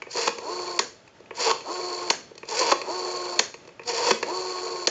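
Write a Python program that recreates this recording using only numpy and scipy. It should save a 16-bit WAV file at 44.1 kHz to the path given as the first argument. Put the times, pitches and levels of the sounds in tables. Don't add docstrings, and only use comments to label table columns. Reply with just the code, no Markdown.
import sys
import numpy as np
from scipy import signal
from scipy.fft import rfft, irfft, next_fast_len
from scipy.io import wavfile
from scipy.ndimage import map_coordinates

SR = 44100
rng = np.random.default_rng(int(sys.argv[2]) if len(sys.argv) > 2 else 0)


def amplitude_ratio(level_db):
    exponent = np.asarray(level_db, float) / 20
    return 10 ** exponent


def unload_audio(sound):
    columns = np.transpose(np.atleast_2d(sound))
    steps = np.round(np.clip(columns, -1, 1) * 32767)
    wavfile.write(sys.argv[1], SR, steps.astype(np.int16))


N = 216451

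# time in seconds, effort in dB, tone of the meshing teeth in Hz,
# weight of the finger on the case in dB.
PULLS = [
    [(0.09, -65.5, 1020, 13), (0.114, -39.5, 958, -12), (0.176, -32, 930, 4.5), (0.19, -26.5, 910, -1),
     (0.204, -34, 928, 1), (0.212, -27, 918, -4.5), (0.222, -31.5, 918, 2), (0.268, -27, 954, -1)],
    [(1.335, -69, 931, 17), (1.355, -44, 920, -3), (1.397, -33.5, 936, 4), (1.409, -27, 967.6, -0.5),
     (1.441, -23.5, 969, -7.5), (1.473, -26.5, 949, 5), (1.5, -26, 923.5, 5.5)],
    [(2.465, -60, 927.4, 2), (2.487, -38.5, 926.6, -4), (2.521, -34.5, 920, 5), (2.567, -30, 929, -2),
     (2.593, -24.5, 1013, -5.5), (2.615, -26, 1030, 1.5), (2.647, -31.5, 935.5, 5.5),
     (2.712, -26, 977, 1.5)],
    [(3.845, -64.5, 947, 8), (3.861, -44.5, 955, -3), (3.881, -29.5, 948, -1), (3.899, -26, 929, 1.5),
     (3.931, -37.5, 917, 4), (3.957, -26, 975, -1.5), (4.019, -30, 959, 3), (4.102, -23.5, 933, 0)],
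]
# multiple of a quarter of the tone, level in dB.
MESH_PARTIALS = [(2, 2.5), (3, -5), (4, -1.5)]
# time in seconds, peak in dB, case thud in dB against the peak,
# rattle length in seconds, base thud in dB against the peak.
FINGER_STOPS = [
    (0.2727, -22, -4.5, 0.0062, -44),
    (0.2764, -14, -8.5, 0.0064, -36),
    (0.29, -20.5, -22, 0.0025, -24.5),
    (1.503, -17.5, -7, 0.0052, -37.5),
    (1.5113, -15.5, -7.5, 0.0047, -43),
    (2.7154, -14.5, -4.5, 0.011, -61),
    (2.7191, -17.5, -3, 0.0066, -36),
    (4.107, -11, -8, 0.0069, -50),
    (4.1109, -12, -19.5, 0.0063, -21.5),
]
REST_STOPS = [
    (0.7903, -6.5, -15, 0.0062, -41),
    (2.1007, -5, -12.5, 0.006, -41),
    (3.3912, -5, -16, 0.0067, -39.5),
    (4.871, -6, -15, 0.0055, -37),
]
# time in seconds, shell
# tap in dB, metal tick in dB against it, case thud in dB against it.
TOUCHES = [(0.0201, -23, -11, -15.5), (0.0673, -38.5, -18, 2), (0.1529, -34, 3, 6.5),
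           (0.3832, -28.5, 2.5, -4), (1.0763, -44, -2, -14), (1.2012, -52.5, 3, 11),
           (1.2584, -45, -10, -20), (1.3077, -26.5, -26, -6), (1.6058, -34, 1, -5),
           (2.312, -50.5, -2.5, 12.5), (2.3527, -49.5, 9.5, 4), (2.378, -39, 7.5, -8),
           (2.431, -30.5, -15, -4.5), (2.4531, -53, 12.5, 11), (2.4867, -36, 4.5, -4),
           (2.6098, -28.5, 4.5, 6.5), (2.664, -29, 7.5, 0), (2.8153, -25, 1, -5.5),
           (3.5408, -30.5, -4.5, -6.5), (3.65, -49.5, 3, 4), (3.675, -43, 3.5, 1.5),
           (3.6894, -42.5, -7, -4.5), (3.7946, -31, -15, -5.5), (3.8167, -39, -9.5, -9.5),
           (3.8337, -40.5, 2, -19), (4.2274, -15, -5.5, -7.5)]
# time it runs free in seconds, spin-up in seconds, time of rest
# in seconds, steady tooth rate in Hz, whirr in dB.
SPRING_RETURNS = [
    (.404, 0.13, 0.78, 359.2, -32),
    (1.646, .095, 2.098, 362.8, -30.5),
    (2.84, .112, 3.388, 365.6, -30),
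    (4.236, .12, 4.86, 370.8, -30.5),
]
# multiple of the governor shaft (4 is the tooth rate), level in dB.
SHAFT_ORDERS = [(4, 0), (5, -11), (6, -19), (7, -22), (8, -9), (10, -15), (12, -5), (16, -22)]
# last flick before rest in seconds, level in dB, spring tone in Hz, width in Hz.
CONTACT_SPRINGS = [
    (.024, -40.5, 2300, 70),
    (.078, -45, 1460, 70),
]

# frequency in Hz, width in Hz, level in dB.
CASE_MODES = [(368.2, 48, -0.5), (467, 31.3, 3), (541.4, 51.6, -2), (656, 62, -5.5), (919.4, 85, -1.5),
              (1106, 44, -1.5), (1234, 112, -10.5)]
# frequency in Hz, width in Hz, level in dB.
PLATE_MODES = [(1486, 110, -3.5), (1810, 134, 1.5), (2044, 540, -2.5), (2580, 470, -0.5), (3434, 210, -5.5)]
# frequency in Hz, width in Hz, level in dB.
BASE_MODES = [(160, 60, -12), (226, 13, 0)]
# frequency in Hz, width in Hz, level in dB.
CUP_MODES = [(4504, 267, 2.5), (4286, 500, -2.5), (5160, 860, -13.5), (5586, 815, -8.5), (6230, 910, -11),
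             (7160, 336, -9.5)]
# frequency in Hz, width in Hz, level in dB.
STEEL_MODES = [(3010, 400, -8), (4413, 345, 6), (5300, 190, 0.5), (5640, 460, -4.5), (6510, 224, 0.5),
               (7060, 310, -3.5)]
# frequency in Hz, width in Hz, level in dB.
SHELL_MODES = [(1860, 330, 4), (2554, 180, 7.5), (3060, 720, -14.5)]

# frequency in Hz, level in dB per Hz.
GEAR_COLOUR = [(2180, -41), (3700, -15), (3840, -15), (4170, -4.5), (4510, 1.5), (5110, -7.5), (5610, -5.5),
               (6080, -10.5), (7130, -6), (7600, -17), (9880, -51), (16700, -120)]
# frequency in Hz, level in dB.
CASE_RADIATION = [(150, -34), (290, -16), (350, 0), (480, 1), (620, 4), (710, 0), (820, -3), (950, 5),
                  (1080, 0), (1250, -8), (1450, 0)]
# frequency in Hz, level in dB per Hz.
CHATTER_COLOUR = [(150, -31.5), (250, -9), (469, 0.5), (784, -12.5), (904, -8.5), (1330, -15.5), (1650, -7),
                  (1820, -13), (3830, -20), (6880, -10), (7600, -25.5), (9880, -39.5), (16700, -120)]
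# frequency in Hz, level in dB per Hz.
FAN_COLOUR = [(15, -54.5), (25, -26.5), (91, -11), (133, -7.5), (226, -10.5), (662, -12), (765, -19),
              (904, -13.5), (971, -26.5), (1150, -20), (6740, -34.5), (7600, -40.5), (9880, -81),
              (16700, -120)]
# frequency in Hz, time to fall by 60 dB in seconds.
ROOM_DECAY = [(200, 0.59), (1000, 0.29), (3000, 0.42), (7000, 0.44)]
# frequency in Hz, level in dB.
MIC_RESPONSE = [(60, -7.5), (3600, 1), (3880, -3.5), (4050, 0), (7200, 0.5), (7600, -1), (7850, -18.5),
                (8000, -80.5)]
# frequency in Hz, level in dB.
MIRROR_RESPONSE = [(8000, -91.5), (8250, -28), (8500, -3), (8900, -21.5), (9200, -35.5), (9600, -65),
                   (15000, -70), (16000, -120)]


def unit(x):
    return x / np.sqrt(np.mean(x ** 2) + 1e-20)


def unit_gain(h):
    return h / np.sqrt(np.mean(np.abs(h) ** 2))


def along(points, hz):
    f, value = np.transpose(points)
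    return np.interp(np.log(hz + 1), np.log(f + 1), value)


def filtered(x, response):
    size = next_fast_len(N + SR // 2)
    hz = np.fft.rfftfreq(size, 1 / SR)
    return irfft(rfft(x, size) * response(hz), size)[:N]


def coloured(x, curve):
    return filtered(x, lambda hz: amplitude_ratio(along(curve, hz)))


def ring(x, modes):
    def response(hz):
        total = 0
        for k, (centre, width, db) in enumerate(modes):
            damping = 1j * hz * width
            sign = (-1) ** k
            total = total + sign * amplitude_ratio(db) * damping / (centre ** 2 - hz ** 2 + damping)
        return unit_gain(total)
    return filtered(x, response)


def wobble(rate):
    knots = rng.standard_normal(int(N * rate / SR) + 4)
    return map_coordinates(knots, [np.arange(N) * rate / SR])


def grit(rate, spread_db):
    return unit(rng.standard_normal(N) * amplitude_ratio(spread_db * wobble(rate)))


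def burst(s, length):
    u = (np.arange(N) / SR - s) / max(length, 1e-4)
    return rng.standard_normal(N) * (u > 0) * np.exp(-np.clip(u, 0, 9) ** 2)


def knock(s, width):
    u = (np.arange(N) / SR - s) / max(width, 1e-4)
    return np.sin(2 * np.pi * np.clip(u, 0, 1))


def fans():
    return amplitude_ratio(-50.5 + 1.2 * wobble(24)) * unit(coloured(rng.standard_normal(N), FAN_COLOUR))


def room(x):
    out, step = np.zeros(N + 2 * SR), SR // 4
    delay = 300
    for start in range(0, N, step):
        _, t, z = signal.stft(hz_noise := rng.standard_normal(SR // 2), SR, nperseg=256)
        hz = np.fft.rfftfreq(256, 1 / SR)
        fade = amplitude_ratio(-60 * t / along(ROOM_DECAY, hz)[:, None])
        tail = signal.istft(z * fade, SR, nperseg=256)[1]
        wet = signal.fftconvolve(x[start:start + step], tail / np.linalg.norm(tail))
        out[start + delay:][:len(wet)] += wet
    return out[:N]


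def settling():
    t = np.arange(N) / SR
    fade = np.zeros(N)
    for s, db, *_ in REST_STOPS:
        fall_db = 60 * np.clip(t - s, 0, 2) / 0.31
        fade += (t > s + 0.004) * amplitude_ratio(db - 20 - fall_db)
    return fade * unit(coloured(grit(rate=150, spread_db=1), CHATTER_COLOUR))


def contacts():
    pulse_s = 0.088
    out = np.zeros(N)
    for before, db, spring_hz, width in CONTACT_SPRINGS:
        flicks = np.zeros(N)
        for (free, spin, *_), (rest, *_) in zip(SPRING_RETURNS, REST_STOPS):
            for k in range(8):
                s = rest - before - k * pulse_s
                if s > free + spin:
                    flicks += amplitude_ratio(db + rng.normal(0, 2)) * knock(s, 1 / spring_hz)
        out += ring(flicks, [(spring_hz, width, 0)])
    return out


def taps():
    low, upper, shell, metal = np.zeros((4, N))
    for s, db, tick, thud in TOUCHES:
        low += amplitude_ratio(db + thud - 7) * knock(s, 0.0024)
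        upper += amplitude_ratio(db + 0.4 * thud - 5.5) * knock(s, 0.00066)
        shell += amplitude_ratio(db - 5.5) * (knock(s, 0.0003) + 0.72 * burst(s, 0.0067))
        metal += amplitude_ratio(db + tick - 7.5) * burst(s, 0.0055)
    case = ring(low, CASE_MODES[:4]) + ring(upper, CASE_MODES[4:])
    return case + ring(shell, SHELL_MODES) + ring(metal, STEEL_MODES)


def stops(events, plate_db, thud_db, late):
    metal, plate, thud, base = np.zeros((4, N))
    for s, db, case_rel, length, base_rel in events:
        metal += amplitude_ratio(db - 7.5) * burst(s, length)
        plate += amplitude_ratio(db + plate_db) * burst(s, length)
        push = 1.33 * knock(s + late, 0.00059) + 0.84 * burst(s + late, length)
        thud += amplitude_ratio(db + case_rel + thud_db) * push
        base += amplitude_ratio(db + base_rel - 1.5) * knock(s + late, 0.0028)
    dial = ring(metal, STEEL_MODES) + ring(plate, PLATE_MODES)
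    return dial + ring(thud, CASE_MODES) + ring(base, BASE_MODES)


def strokes(tables, fade):
    t = np.arange(N) / SR
    s, *columns = np.transpose(np.concatenate(tables))
    gate = np.zeros(N)
    for rows in tables:
        inside = np.minimum(t - rows[0][0], rows[-1][0] - t)
        gate += np.clip(inside / fade + 1, 0, 1)
    return [np.interp(t, s, c) for c in columns] + [gate]


def winding():
    effort_db, mesh_hz, weight_db, gate = strokes(PULLS, fade=0.019)
    jerk = np.tanh(wobble(40) + 0.38 * wobble(120))
    turn = 2 * np.pi * np.cumsum(mesh_hz * (1 + 0.045 * wobble(90))) / SR / 4
    mesh = np.zeros(N)
    for k, db in MESH_PARTIALS:
        level_db = effort_db - 5.5 + db + 1.5 * k / 4 * weight_db + 4.5 * wobble(50)
        mesh += amplitude_ratio(level_db) * np.sin(k * turn)
    case = amplitude_ratio(effort_db + 3 + weight_db + 2.5 * jerk - 4.5) * grit(rate=120, spread_db=2)
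    gear = amplitude_ratio(effort_db + 2.2 * jerk - 1.5) * grit(rate=300, spread_db=2.8)
    plate = amplitude_ratio(effort_db - 9.5 + 0.4 * weight_db + 1.8 * jerk + 2) * grit(rate=200, spread_db=1.5)
    scrape = filtered(gear, lambda hz: unit_gain(amplitude_ratio(along(GEAR_COLOUR, hz))))
    return gate * (mesh + ring(case, CASE_MODES) + ring(plate, PLATE_MODES) + scrape)


def governor():
    free_hz = 174
    sag_hz_per_s, tire_db_per_s = 27, 6.5
    creep_s, creep_db = 0.045, -4.5
    brake_s, brake_hz, brake_db = 0.032, 6.97, 0.5
    t = np.arange(N) / SR
    ends = [row[2] + 0.05 for row in SPRING_RETURNS]
    current = np.minimum(np.searchsorted(ends, t), len(SPRING_RETURNS) - 1)
    free, spin, rest, top_hz, db = np.transpose(SPRING_RETURNS)[:, current]

    started = (t - free) / spin
    held = np.clip(t - free - spin, 0, 1)
    brake = np.clip(1 + (t - rest) / brake_s, 0, 1)
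    rise = np.sin(np.pi / 2 * np.clip(started, -0.1, 1))
    tooth_hz = free_hz + (top_hz - free_hz) * rise - sag_hz_per_s * held - brake_hz * brake
    creep = np.clip(1 - (t - free) / creep_s, 0, 2)
    whirr_db = db - tire_db_per_s * held + brake_db * brake + creep_db * creep
    rub_db = db - 6.5 - 0.4 * tire_db_per_s * held + 15.5 * np.log2(tooth_hz / top_hz)
    surge_db = 4 * np.sin(np.pi * np.clip(started, 0, 1))
    gate = np.clip(np.minimum((t - free) / creep_s + 1, (rest - t) / 0.002 + 2), 0, 1)
    return tooth_hz, whirr_db, surge_db, rub_db, gate


def returning():
    tooth_hz, whirr_db, surge_db, rub_db, gate = governor()
    shaft = 2 * np.pi * np.cumsum(tooth_hz * (1 + 0.0015 * wobble(30))) / SR / 4
    throb = np.cos(shaft / 4 + 0.6 * wobble(3)) + 0.6 * np.cos(shaft / 8 + 0.6 * wobble(3))
    waking_db = 4 * np.log2(tooth_hz / tooth_hz.max())
    hum = np.zeros(N)
    for k, db in SHAFT_ORDERS:
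        loose = 0.25 if k % 4 == 0 else 1.1
        level_db = db + (k / 8) ** 2 * (throb + waking_db) + loose * 4.26 * wobble(35)
        phase = k * shaft + rng.uniform(0, 6.14) + loose * 0.62 * wobble(40)
        hum += amplitude_ratio(level_db) * np.sin(phase)
    hum = gate * amplitude_ratio(whirr_db + surge_db - 2.5 + 0.23 * throb) * unit(hum)
    case = gate * amplitude_ratio(whirr_db - 3.5) * grit(rate=80, spread_db=2.5)
    rub = gate * amplitude_ratio(rub_db + 0.97 * throb + 0.4 * np.cos(shaft))
    plate = rub * amplitude_ratio(-10.5) * grit(rate=300, spread_db=2.2)
    cup = rub * grit(rate=350, spread_db=2.3)
    rubbing = ring(case, CASE_MODES) + ring(plate, PLATE_MODES) + ring(cup, CUP_MODES)
    return coloured(hum, CASE_RADIATION) + rubbing


def scene():
    finger = stops(FINGER_STOPS, plate_db=-9, thud_db=7.5, late=0.00078)
    rest = stops(REST_STOPS, plate_db=-13, thud_db=2.5, late=0.002587)
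    handled = winding() + finger + taps()
    sprung = returning() + rest
    echo = room(amplitude_ratio(-8) * handled + amplitude_ratio(-14) * sprung)
    return (fans() + echo + settling() + contacts() + handled + sprung)[None]


def band_limit(x):
    return signal.sosfilt(signal.butter(12, 9000, fs=SR, output="sos"), x)


def record(dry):
    camera_hz = 16000
    x = coloured(dry[0], MIC_RESPONSE)
    mirror = x * np.cos(2 * np.pi * camera_hz * np.arange(N) / SR)
    x = x + coloured(mirror, MIRROR_RESPONSE)
    return band_limit(x[None])


dry = scene()
out = record(dry)
unload_audio(out)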